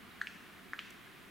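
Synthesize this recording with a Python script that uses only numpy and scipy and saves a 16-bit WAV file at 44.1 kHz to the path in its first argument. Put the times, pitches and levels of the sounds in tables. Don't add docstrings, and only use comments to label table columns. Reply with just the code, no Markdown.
import sys
import numpy as np
from scipy import signal
from scipy.fft import rfft, irfft, next_fast_len
from scipy.io import wavfile
from scipy.ndimage import map_coordinates

SR = 44100
rng = np.random.default_rng(int(sys.argv[2]) if len(sys.argv) > 2 else 0)


def to_wav(sig):
    pcm = np.clip(np.atleast_2d(sig), -1, 1) * 32767
    pcm = np.round(pcm).astype(np.int16)
    wavfile.write(sys.argv[1], SR, pcm.T)


N = 57330

# f/Hz, correlation
ECHO_LIKENESS = [(500, 0.49), (1500, 0.82), (3000, 0.71), (8000, 1)]
# f/Hz, correlation
HISS_LIKENESS = [(3000, 0.23), (8000, 1), (13000, 0.29)]


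def amp(db):
    return 10 ** (np.asarray(db) / 20)


def unit(x):
    return x / np.sqrt(np.mean(x ** 2) + 1e-20)


def along(points, hz):
    f, v = np.transpose(points)
    return np.interp(np.log(hz + 1), np.log(f + 1), v)


def wobble(rate):
    knots = rng.standard_normal(int(N * rate / SR) + 4)
    return map_coordinates(knots, [np.arange(N) * rate / SR])


def filtered(x, response):
    m = next_fast_len(N + SR // 2)
    return irfft(rfft(x, m) * response(np.fft.rfftfreq(m, 1 / SR)), m)[..., :N]


def delayed(x, seconds):
    return filtered(x, lambda hz: np.exp(-2j * np.pi * hz * seconds))


def noise(likeness, colour):
    def mid_side_gains(hz):
        angle = np.arccos(np.clip(along(likeness, hz), -1, 1)) / 2
        return amp(along(colour, hz)) * [np.cos(angle), np.sin(angle)]
    mid, side = filtered(rng.standard_normal((2, N)), mid_side_gains)
    return unit(np.array([mid + side, mid - side]))


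def swell(t, rise_s, fall_s):
    return 1 / np.cosh(np.clip(np.pi / 2 * t / np.where(t < 0, rise_s, fall_s), -20, 20))


def click(row, fall_over_rise, glide, overtone_slope_db):
    peak_s, hz, db, rise_s, overtone_db = row
    t = np.arange(N) / SR - peak_s
    envelope = swell(t, rise_s, rise_s * fall_over_rise)
    phase = 2 * np.pi * hz * (t + glide * np.hypot(t, 0.0012))
    overtones = sum(amp(overtone_db + overtone_slope_db * k) * np.sin((k + 2) * phase) for k in range(3))
    return amp(db) * envelope * (np.sin(phase) + envelope * overtones)


def scatter(grain, energy_db, onset_s, t60_s):
    t = np.arange(N) / SR
    build_up = 1 - np.exp(-(t / onset_s) ** 2)
    decay = np.exp(-np.log(1000) * t / t60_s)
    return amp(energy_db) * unit(grain * build_up * decay) / np.sqrt(N)


def bush(x, twigs_db, trunks_db, forest_db, ground_db=-25):
    # f/Hz, level/dB
    trunk_colour = [(800, -15), (1600, 5), (2600, -2.5), (4000, 5), (6200, 10), (9000, 10), (14000, -13)]
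    forest_colour = [(500, -16), (1500, 0.5), (2500, -6), (4000, -2), (6500, 7.5), (12000, 0.5)]
    twigs = scatter(noise(ECHO_LIKENESS, [(100, 0), (10000, 0)]),
                    twigs_db - 17, onset_s=0.0015, t60_s=0.035)
    trunks = scatter(noise(ECHO_LIKENESS, trunk_colour), trunks_db - 9.5, onset_s=0.002, t60_s=0.21)
    forest = scatter(noise(ECHO_LIKENESS, forest_colour), forest_db - 8.5, onset_s=0.042, t60_s=0.68)
    bounce = amp(ground_db) * delayed(x, seconds=0.0017)
    tail = signal.fftconvolve(x[None], twigs + trunks + forest, axes=1)[:, :N]
    return x + bounce + tail


def background():
    # f/Hz, level/dB
    rumble_colour = [(20, -16), (45, -7.5), (80, -5), (140, -5), (205, 3), (265, -3), (380, -3.5),
                     (560, -17.5), (900, -23.5), (2000, -56)]
    rush_colour = [(300, -22), (600, -8), (720, -2), (830, -8), (1100, -1), (1550, -1), (2100, -2),
                   (3000, -5.5), (4200, -13), (6500, -29.5), (12000, -42)]
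    hiss_colour = [(500, 0.37), (4000, -0.7), (8000, -2.6), (12000, 1), (15500, -0.71)]
    # f/Hz, correlation
    rumble_likeness = [(40, 0.14), (200, 0.53), (600, 0.68)]
    rush_likeness = [(600, 0.19), (1500, 0.72), (4000, 0.6)]
    rumble = amp(-59 + 0.55 * wobble(10.7)) * noise(rumble_likeness, rumble_colour)
    rush = amp(-57 + 0.45 * wobble(6.95)) * noise(rush_likeness, rush_colour)
    hiss = amp(-64.5) * noise(HISS_LIKENESS, hiss_colour)
    lean_right = amp([[-0.3], [0.3]])
    return (rumble + rush) * lean_right + hiss


def faint_clicks():
    # t/s, f/Hz, peak level/dB, rise/s, overtone level/dB
    clicks = [(.111, 3840, -59, .0012, -30), (.593, 1530, -49.5, 0.00084, -28),
              (0.7886, 1360, -44, 0.00094, -30), (1.075, 1680, -51, 0.0014, -33)]
    dry = sum(click(row, fall_over_rise=1.5, glide=0.027, overtone_slope_db=-12) for row in clicks)
    return bush(dry, twigs_db=17, trunks_db=-6, forest_db=2)


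def near_tick():
    # f/Hz, level/dB
    tick_colour = [(2000, -35), (4000, -7), (7500, -3.5), (9000, -12), (11000, -11), (13300, -20),
                   (14500, -1), (15800, -19)]
    peak_s, width_s = 0.9065, 0.0016
    t = np.arange(N) / SR - peak_s
    envelope = np.exp(-(t / width_s) ** 2 / 2)
    return amp(-52) * envelope * noise(HISS_LIKENESS, tick_colour)


def lyrebird_pops():
    # t/s, f/Hz, peak level/dB, rise/s, overtone level/dB
    pops = [(0.2155, 1640, -21.5, 0.00088, -32), (0.7345, 1654, -23, 0.00049, -23.5)]
    # f/Hz, level/dB
    edge_colour = [(2500, -4), (3300, -2), (4200, 8.5), (4600, -5), (5300, -31), (6150, -6.5), (7000, -24),
                   (8000, -13.5), (9000, -23), (14000, -31)]
    # delay/s, level/dB
    trunk_echoes = [(.0047, -20), (0.0123, -19), (0.0119, -16), (.017, -18), (0.0227, -20)]
    hard, soft = (click(row, fall_over_rise=1.45, glide=0.14, overtone_slope_db=-4) for row in pops)
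    t = np.arange(N) / SR - pops[0][0]
    edge_noise = noise(ECHO_LIKENESS, [(1500, -25)] + edge_colour)[0]
    edge = amp(-40) * swell(t, rise_s=0.0006, fall_s=0.0024) * edge_noise
    echoes = sum(amp(db) * delayed(hard, delay) for delay, db in trunk_echoes)
    bodies = sum(bush(pop, twigs_db=0, trunks_db=1, forest_db=-1.5) for pop in (hard, soft))
    return bodies + echoes + bush(edge, twigs_db=10.5, trunks_db=2, forest_db=4)


def lyrebird_snaps():
    # t/s, f/Hz, peak level/dB, rise/s, overtone level/dB
    snaps = [(.2715, 2520, -26, 0.00036, -19), (0.7917, 2630, -23, 0.00026, -22.5)]
    dry = [click(row, fall_over_rise=1.1, glide=0.036, overtone_slope_db=-13) for row in snaps]
    return sum(bush(snap, twigs_db=8, trunks_db=5.5, forest_db=8.5, ground_db=-9) for snap in dry)


def scene():
    return lyrebird_pops() + lyrebird_snaps() + faint_clicks() + near_tick() + background()


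def record(dry):
    top_hz = 15850
    return filtered(dry, lambda hz: hz <= top_hz)


dry = scene()
out = record(dry)
to_wav(out)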